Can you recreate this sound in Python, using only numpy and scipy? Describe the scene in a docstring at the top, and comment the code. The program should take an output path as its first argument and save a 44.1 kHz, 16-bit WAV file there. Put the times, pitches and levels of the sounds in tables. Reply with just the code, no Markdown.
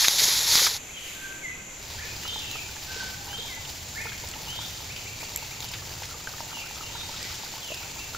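"""Water hits hot metal in a wok on an outdoor fire: crackling steam flares, pings, churning bubbles and sharp
spits. Leaves, a coloured crackle, rustle loudest around 1.1 s as the hiss dies away. From 1.7 s the curry
simmers: crackle for the fizz, ringing bubbles that pop and, from 5.7 s, more of them under a scraping ladle;
noise flutters as the fire, and spits recur. Throughout, gliding sines whistle as birds among echoing trees,
over filtered noise for air and insects."""
import sys
import numpy as np
from scipy import signal
from scipy.fft import rfft, irfft, next_fast_len
from scipy.io import wavfile
from scipy.ndimage import uniform_filter1d

SR = 44100
rng = np.random.default_rng(int(sys.argv[2]) if len(sys.argv) > 2 else 0)


def generate_wav(sig):
    """Save sig (samples, or channels by samples) to the path in sys.argv[1] as 16-bit PCM at SR."""
    pcm = np.round(np.clip(np.atleast_2d(sig).T, -1, 1) * 32767).astype(np.int16)
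    wavfile.write(sys.argv[1], SR, pcm)


N = 360297
TIME = np.arange(N) / SR


def undb(db):
    """Decibels to gain."""
    return 10 ** (np.asarray(db) / 20)


def unit(x):
    """Scale to an rms of one."""
    return x / np.sqrt(np.mean(x ** 2))


def gain_curve(rows):
    """Gain over time from (s, dB) rows; the end levels hold outside them."""
    return undb(np.interp(TIME, *np.transpose(rows)))


def swells(rows, steady_db):
    """Gain of a steady sound plus, in power, bell-shaped swells from (middle s, length s, dB) rows."""
    power = undb(steady_db) ** 2
    for middle_s, length_s, db in rows:
        bell = np.exp(-(2 * (TIME - middle_s) / length_s) ** 2)
        power = power + (undb(db) * bell) ** 2
    return np.sqrt(power)


def walk(rate_hz):
    """Smooth random wander with a spread near one."""
    hold = int(SR / rate_hz)
    steps = np.repeat(rng.standard_normal(N // hold + 1), hold)
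    return uniform_filter1d(steps, hold)[:N]


def colour(x, points):
    """Minimum-phase filter through (Hz, dB) points: causal, so clicks keep their sharp front."""
    size = next_fast_len(N // 2 + 2048, True) * 2
    hz, db = np.transpose(points)
    bins_hz = np.maximum(np.arange(size // 2 + 1) * SR / size, 1)
    gain = undb(np.interp(np.log(bins_hz), np.log(hz), db))
    cepstrum = irfft(np.log(gain))
    cepstrum[1:size // 2] *= 2  # fold onto positive time
    response = np.exp(rfft(cepstrum[:size // 2], size))
    return irfft(rfft(x, size) * response)[..., :N]


# Stereo width. Each row: frequency in Hz, side relative to mid in dB, before the source's own offset.
WIDTH_HZ_DB = [(100, -23), (700, -4), (2400, -4), (4400, -8), (7500, -4.5), (8800, -49)]


def stereo(pair, side_db=0):
    """Left and right from two unrelated signals taken as mid and side, at unit rms."""
    mid = pair[0]
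    side = undb(side_db) * colour(pair[1], WIDTH_HZ_DB)
    return unit(np.array([mid + side, mid - side]))


def noise():
    """Two unrelated white noises."""
    return rng.standard_normal((2, N))


def crackle(rate_hz, spread_db):
    """Two streams of one-sample bursts at random times: many weak, a few strong."""
    sizes = undb(spread_db * np.minimum(rng.exponential(size=(2, N)), 6))
    struck = rng.random((2, N)) < rate_hz / SR
    return unit(struck * np.sign(noise()) * sizes)


def add(track, start_s, sound):
    """Mix a sound into a track at a start time."""
    start = int(np.clip(start_s * SR, 0, N - 1))
    track[start:start + len(sound)] += sound[:N - start]


def echoes(x, t60_s, spread=1):
    """Dense scattered reflections as decaying noise; a larger spread differs more between the ears."""
    t = np.arange(SR) / SR
    mid, side = rng.standard_normal((2, SR)) * np.exp(-np.log(1000) * t / t60_s)
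    tail = np.array([mid + spread * side, mid - spread * side])
    return signal.fftconvolve(x[None], unit(tail) / np.sqrt(SR), axes=1)[:, :N]


def bubble(hz, t60_s, rise=0.05, snap=0.3, snap_s=0.0029):
    """The film snaps and the open cavity rings briefly, rising in pitch; small bubbles snap higher."""
    t = np.arange(SR // 15) / SR
    pitch_hz = hz * (1 + rise * np.minimum(t / t60_s, 1))
    ring = np.sin(2 * np.pi * np.cumsum(pitch_hz) / SR) * np.exp(-np.log(1000) * t / t60_s)
    band = signal.butter(2, [hz / 2, min(1.6 * hz, .45 * SR)], "band", fs=SR)
    film = unit(signal.lfilter(*band, rng.standard_normal(len(t))))
    return ring + snap * film * np.exp(-t / snap_s)


# Resonances of the wok's bowl. Each row: frequency in Hz, relative gain in dB.
BOWL_HZ_DB = [(280, -5), (480, 0), (700, -5), (890, 2), (1100, -3), (1400, 1), (2500, -4)]


def bubbles(start_s, end_s, count, centre_hz, spread_db, octaves=0.67, t60_s=0.024):
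    """Bubbles of random size break the surface at random times and ring in the bowl."""
    track = np.zeros(N)
    places = rng.random(count)
    draws = np.clip(rng.standard_normal((count, 2)), -2, 2)
    for place, (pitch, size) in zip(places, draws):
        pop = bubble(centre_hz * 2 ** (octaves * pitch), t60_s)
        add(track, start_s + place * (end_s - start_s), undb(spread_db * size) * pop)
    track = colour(track, BOWL_HZ_DB)
    return track + undb(-2.5) * echoes(track, t60_s=0.089, spread=0.15)


# Water reaching fresh hot metal. Each row: peak in seconds, rise in seconds, hiss level in dB.
HISS_FLARES = [(.01, 0.032, -21), (.19, 0.018, -19), (.545, 0.15, -18.5)]
COOLING_DB_PER_S = 25
EASE_S, EASE_FALL_S, EASE_DB = 0.674, 0.012, -3.5  # the stream thins
DYING_DB_PER_S = 47  # from EASE_S, on top of the cooling


def frying():
    """Gain of the hiss: it flares, sags as the metal cools, and dies when the stream thins."""
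    flares = []
    for peak_s, rise_s, db in HISS_FLARES:
        attack = np.clip(1 + (TIME - peak_s) / rise_s, 0, 1)
        flares.append(attack * undb(db - COOLING_DB_PER_S * np.maximum(TIME - peak_s, 0)))
    since_s = np.maximum(TIME - EASE_S, 0)
    ease_db = EASE_DB * np.minimum(since_s / EASE_FALL_S, 1)
    return np.max(flares, axis=0) * undb(ease_db - DYING_DB_PER_S * since_s)


# Steam hiss spectrum. Each row: frequency in Hz, relative gain in dB.
STEAM_HZ_DB = [(300, -26), (700, -20), (900, -8.5), (1150, -15), (1600, -9), (2150, -5.5), (2800, -10.5),
               (3700, 2), (5600, -0.5), (6900, 0), (8900, -22.5), (10200, -8), (11300, -4), (13700, -16)]
# Low rumble spectrum of slosh and fire. Each row: frequency in Hz, relative gain in dB.
RUMBLE_HZ_DB = [(20, -10.5), (80, 1.5), (115, 1.5), (170, -10.5), (600, -34.5)]
POUR_END_S = .787


def pour():
    """Water flashes to steam, tiny steam bubbles ping, and the stream churns air into the sauce."""
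    steam = stereo(colour(crackle(rate_hz=16000, spread_db=2.3), STEAM_HZ_DB), side_db=-24)
    steam = steam * undb(.9 * walk(110))
    pings = bubbles(0, POUR_END_S, count=110, centre_hz=4970, spread_db=7.0, octaves=0.237).mean(axis=0)
    churn = bubbles(0, POUR_END_S, count=130, centre_hz=866, spread_db=1.0).mean(axis=0)
    slosh = stereo(colour(noise(), RUMBLE_HZ_DB), side_db=19.0) * undb(-53.0 + 4.5 * walk(12.0))
    running = np.clip((POUR_END_S - TIME) / 0.022, 0, 1)
    hiss = (steam + undb(-4.0) * pings) * frying()
    return running * (hiss + undb(-37.5) * churn + slosh)


# Fizz spectrum. Each row: frequency in Hz, relative gain in dB.
FIZZ_HZ_DB = [(150, -5), (400, -7.5), (700, -0.5), (880, 5.5), (1120, -8.5), (2500, -3.5), (4700, 4.5),
              (6000, 1), (7400, -12), (8800, -13), (12500, -7), (15500, -3.5)]
# Sizzle spectrum at the hot wall. Each row: frequency in Hz, relative gain in dB.
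WALL_HZ_DB = [(1200, -10.5), (3700, -2), (5000, 0), (8500, -18), (15000, -33)]
# Brief frothing of the fizz. Each row: middle in seconds, length in seconds, level in dB.
FIZZ_SWELLS = [(4.67, 0.2, -44), (5.64, 0.075, -40)]
# Sauce washing up the hot wall. Each row: middle in seconds, length in seconds, level in dB.
WALL_SWELLS = [(2.15, 0.94, -44.5), (3.0, 0.28, -38.5), (7.26, 0.62, -40)]
FIZZ_DB, WALL_DB = -42.5, -48.5  # steady levels
SIMMER_START_S, SIMMER_FADE_S = 1.68, 0.25
STIR_START_S = 5.7  # from here the ladle frees more bubbles


def simmer():
    """Tiny bubbles fizz and tick, larger ones blip, more so when stirred; sauce sizzles up the hot wall."""
    end_s = N / SR
    fizz = stereo(colour(crackle(rate_hz=6000, spread_db=3.4), FIZZ_HZ_DB), side_db=-4)
    fizz = fizz * undb(1.9 * walk(70)) * swells(FIZZ_SWELLS, FIZZ_DB)
    wall = stereo(colour(crackle(rate_hz=2500, spread_db=2.0), WALL_HZ_DB), side_db=-2.5)
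    wall = wall * swells(WALL_SWELLS, WALL_DB)
    ticks = bubbles(SIMMER_START_S, end_s, count=200, centre_hz=4680, spread_db=5.5, octaves=0.34, t60_s=0.0068)
    blips = bubbles(SIMMER_START_S, end_s, count=230, centre_hz=1170, spread_db=4.5, octaves=0.76)
    stirred = bubbles(STIR_START_S, end_s, count=40, centre_hz=1260, spread_db=2, octaves=0.577)
    return fizz + wall + undb(-33.5) * ticks + undb(-42.5) * blips + undb(-37.5) * stirred


# Biggest bubbles bursting. Each row: start in seconds, relative level in dB, starting pitch in Hz.
BIG_BUBBLES = [(.22, -31.5, 450), (.282, -32, 415), (.618, -28.5, 520), (2.252, -35, 1320),
               (2.36, -30, 860), (2.557, -31, 1280), (2.766, -38, 1700), (3.33, -31.5, 1590),
               (4.056, -30.5, 910), (4.069, -32, 1400), (4.12, -32.5, 1610), (4.239, -35, 930),
               (4.361, -34, 895), (4.59, -30.5, 920), (4.613, -38, 1430), (5.23, -33, 880),
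               (5.914, -38, 760), (6.021, -33, 890), (6.273, -23.5, 1540), (6.405, -27, 910),
               (6.571, -32, 905), (6.71, -35, 915), (6.809, -30, 1260), (6.832, -34, 870),
               (7.141, -36, 1310), (7.399, -36, 870), (7.435, -32.5, 815), (7.539, -32.5, 860),
               (7.704, -32, 563), (7.719, -28.5, 616), (7.961, -37, 930), (8.148, -24.5, 1380)]


def plops(t60_s=0.024, level_db=2):
    """Big bubbles burst through the liquid and echo in the bowl."""
    track = np.zeros(N)
    for start_s, db, hz in BIG_BUBBLES:
        add(track, start_s, undb(db + level_db) * bubble(hz, t60_s))
    return track + undb(-13.0) * echoes(track, t60_s=0.23, spread=0.29)


# Wet splats of water and sauce during the pour, then the ladle scraping at 5.73 s and 6.03 s. Each row: start
# in seconds, decay in seconds, centre in Hz, level in dB.
SPLATS_AND_SCRAPES = [(.042, 0.0097, 2070, -20), (.588, 0.0068, 1600, -25), (.664, 0.0078, 1430, -23.5),
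                      (5.733, 0.019, 2400, -34), (6.03, 0.013, 2760, -33.5)]


def splats(width=0.7, attack_s=0.0034):
    """Liquid slaps down and breaks into a short spray of droplets, or the ladle scrapes: band noise, fast
    attack and decay."""
    track, t = np.zeros(N), np.arange(SR // 12) / SR
    for start_s, decay_s, hz, db in SPLATS_AND_SCRAPES:
        band = signal.butter(2, [hz / (1 + width), hz * (1 + width)], "band", fs=SR)
        spray = unit(signal.lfilter(*band, rng.standard_normal(len(t))))
        envelope = np.minimum(t / attack_s, 1) * np.exp(-np.maximum(t - attack_s, 0) / decay_s)
        add(track, start_s, undb(db) * spray * envelope)
    return track


# Sharpest spits. Each row: start in seconds, peak in dB before the spectrum below, lower partial in Hz.
SHARP_SPITS = [(0.0832, 0, 3870), (.186, -12, 3990), (.254, -9, 6500), (.392, -9, 4220), (0.5546, 0, 5100),
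               (.579, -6, 3500), (2.513, -19, 4000), (4.314, -23, 4400), (5.3606, -9.5, 7480),
               (5.374, -18, 7800), (5.6049, -16.5, 3900), (5.716, -23, 5130), (6.759, -24, 3500),
               (7.229, -21.5, 4850), (7.745, -21, 5100)]
# Spit spectrum. Each row: frequency in Hz, gain in dB.
SPIT_HZ_DB = [(7600, 0), (8700, -13), (10800, -2)]


def spits(decay_s=0.0014, overtone=1.684, splash=0.5):
    """Single droplets explode with a sharp tick: two short partials and a splash."""
    track, t = np.zeros(N), np.arange(SR // 50) / SR
    for start_s, db, hz in SHARP_SPITS:
        ring = np.sin(2 * np.pi * hz * t) + np.sin(2 * np.pi * overtone * hz * t)
        tick = (ring + splash * rng.standard_normal(len(t))) * np.exp(-t / decay_s)
        add(track, start_s, undb(db) * tick / np.abs(tick).max())
    return colour(track, SPIT_HZ_DB)


# Draught of the fire. Each row: time in seconds, level in dB before the flutter.
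FIRE_S_DB = [(1.9, -46.5), (3.2, -46), (4.8, -45.5), (5.25, -49), (5.9, -44.5), (6.7, -53.5), (7.15, -45),
             (7.6, -53.5), (8.1, -47)]


def fire():
    """Flames flutter under the wok: low noise with a slow wander in level."""
    return stereo(colour(noise(), RUMBLE_HZ_DB)) * gain_curve(FIRE_S_DB) * undb(0.49 * walk(2.9))


# Hand in the leaves. Each row: time in seconds, level in dB.
LEAVES_S_DB = [(.95, -47.5), (1.08, -39.5), (1.3, -45), (1.55, -51.5)]
# Leaf spectrum. Each row: frequency in Hz, relative gain in dB.
LEAF_HZ_DB = [(600, -23), (2500, 7.5), (4500, -1), (9000, -9), (12200, -5), (15500, -9.5)]


def leaves():
    """Soft leaves brush and crinkle under a hand."""
    return stereo(colour(crackle(rate_hz=7300, spread_db=2.0), LEAF_HZ_DB)) * gain_curve(LEAVES_S_DB)


# All bird levels are relative.
# Level whistles. Each row: start in seconds, length in seconds, pitch in Hz, level in dB.
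LEVEL_WHISTLES = [(1.135, 0.22, 1553, -43.5), (1.51, .045, 2520, -46), (2.06, 0.093, 2480, -48),
                  (2.26, 0.08, 3570, -41), (2.865, 0.22, 1540, -42), (3.15, 0.18, 811, -51),
                  (4.94, 0.066, 2950, -47.5), (6.8, 0.068, 2780, -48), (6.914, 0.14, 3760, -43.5),
                  (7.985, .045, 2700, -45)]
# Calls in two rising steps, the second shorter, higher and buzzy. Each row: start in seconds, level in dB.
TWO_STEP_CALLS = [(2.225, -39), (3.275, -40), (4.46, -40), (6.83, -50)]
# Low upward slurs. Each row: start in seconds, length in seconds, level in dB.
UP_SLURS = [(1.975, 0.075, -39.5), (3.945, 0.085, -33.5), (7.19, .07, -43)]
# Falling whistles. Each row: start in seconds, length in seconds, level in dB.
FALLING_WHISTLES = [(0.926, 0.074, -42), (2.345, .12, -42.5), (2.45, .15, -40), (5.6, .12, -48),
                    (6.49, .15, -41), (7.61, 0.14, -41)]
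# Quick upward chirps. Each row: start in seconds, level in dB.
QUICK_CHIRPS = [(.888, -44), (4.889, -40), (5.055, -40.5), (5.2, -41.5), (5.355, -40.5), (5.505, -43),
                (7.815, -44), (7.968, -42)]
# Whistles that drop onto a pitch and hold it. Each row: start in seconds, length in seconds, level in dB.
DROP_WHISTLES = [(1.415, .08, -37), (3.475, .08, -43)]
# Glides. Each is one row: first pitch in Hz, last pitch in Hz, bend (1 is straight, more levels off sooner),
# waver as a share of the pitch, direct path in dB.
FIRST_STEP_GLIDE = (2780, 3270, 1.1, 0.008, 0)
SECOND_STEP_GLIDE = (3380, 3720, 1.1, .07, -3)
SLUR_GLIDE = (1420, 2500, 1.35, 0.048, -4)
CHIRP_GLIDE = (1950, 2850, 1.15, 0.02, -2)
DROP_GLIDE = (2450, 2010, 3, 0.014, 0)
FALL_START_HZ, FALL_HZ_PER_S = 3500, 7400  # longer falls end lower
FALL_BEND, FALL_WAVER, FALL_DIRECT_DB = 1.35, 0.024, -1.5
WHISTLE_WAVER, WHISTLE_DIRECT_DB = 0.02, 0
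CHIRP_S, FIRST_STEP_S = 0.04, .1
SECOND_STEP_S, SECOND_STEP_AFTER_S, SECOND_STEP_DB = 0.0578, 0.083, 3.5


def song():
    """Every bird note as (start s, length s, dB, glide), from the shape of each kind of call."""
    notes = []
    for start_s, length_s, hz, db in LEVEL_WHISTLES:
        notes.append((start_s, length_s, db, (hz, hz, 1, WHISTLE_WAVER, WHISTLE_DIRECT_DB)))
    notes += [(start_s, CHIRP_S, db, CHIRP_GLIDE) for start_s, db in QUICK_CHIRPS]
    notes += [(start_s, length_s, db, SLUR_GLIDE) for start_s, length_s, db in UP_SLURS]
    notes += [(start_s, length_s, db, DROP_GLIDE) for start_s, length_s, db in DROP_WHISTLES]
    for start_s, length_s, db in FALLING_WHISTLES:
        end_hz = FALL_START_HZ - FALL_HZ_PER_S * length_s
        notes.append((start_s, length_s, db, (FALL_START_HZ, end_hz, FALL_BEND, FALL_WAVER, FALL_DIRECT_DB)))
    for start_s, db in TWO_STEP_CALLS:
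        second_s = start_s + SECOND_STEP_AFTER_S
        notes.append((start_s, FIRST_STEP_S, db, FIRST_STEP_GLIDE))
        notes.append((second_s, SECOND_STEP_S, db + SECOND_STEP_DB, SECOND_STEP_GLIDE))
    return notes


BIRD_LAG_S = .00009  # birds sit to the right: the left channel lags
TREES_DELAY_S = .025  # extra path by way of the trees


def birds(flutter_db=4.0, trees_db=-5, level_db=-0.55):
    """Gliding sines, smeared by nearby trunks, linger among the trees; foliage weakens the direct path."""
    sung, direct = np.zeros(N), np.zeros(N)
    wobble, flutter = walk(260), undb(flutter_db * walk(60))
    for start_s, length_s, db, (first_hz, last_hz, bend, waver, direct_db) in song():
        u, start = np.linspace(0, 1, int(length_s * SR)), int(start_s * SR)
        glide_hz = last_hz + (first_hz - last_hz) * (1 - u) ** bend
        hz = glide_hz * (1 + waver * np.resize(wobble[start:], len(u)))
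        swell = u ** .75 * np.sqrt(1 - u) * np.resize(flutter[start:], len(u))
        note = undb(db + level_db) * unit(swell * np.sin(2 * np.pi * np.cumsum(hz) / SR))
        add(sung, start_s + TREES_DELAY_S, note)
        add(direct, start_s, note * undb(direct_db))
    late = np.interp(TIME - BIRD_LAG_S, TIME, direct)
    trunks = undb(-3.5) * echoes(sung, t60_s=0.48, spread=.7)
    trees = undb(trees_db) * echoes(sung, t60_s=1.6)
    return np.array([late, direct]) + trunks + trees


# Woodland murmur spectrum. Each row: frequency in Hz, relative gain in dB.
AIR_HZ_DB = [(20, 0.5), (150, -1), (210, -5), (400, -6), (1150, -12), (1700, -12), (2400, -8.5),
             (3300, -15.5), (4900, -24), (15500, -31)]
# Insect band spectrum. Each row: frequency in Hz, relative gain in dB.
INSECT_HZ_DB = [(5300, -14.5), (5800, -4.5), (6150, 1.5), (7100, 5.5), (7550, 0.5), (7950, -12.5),
                (8500, -45)]


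def outdoors(air_db=-46, insects_db=-44.5):
    """Distant woodland murmur and a steady chorus of insects, both filtered noise."""
    air = stereo(colour(noise(), AIR_HZ_DB)) * undb(air_db + .8 * walk(5))
    insects = stereo(colour(noise(), INSECT_HZ_DB)) * undb(insects_db + walk(30))
    return air + insects


def scene():
    """The pour, the leaves, then the simmering wok, all in the open air."""
    simmering = np.clip((TIME - SIMMER_START_S) / SIMMER_FADE_S, 0, 1)
    wok = pour() + simmering * (simmer() + fire()) + plops() + splats() + spits()
    return wok + leaves() + birds() + outdoors()


TOP_HZ = 15550


def record(dry):
    """The recorder cuts the top steeply: an elliptic low-pass."""
    low_pass = signal.ellip(10, .2, 80, TOP_HZ, fs=SR, output="sos")  # ripple and stopband in dB
    return signal.sosfilt(low_pass, dry)


dry = scene()
out = record(dry)
generate_wav(out)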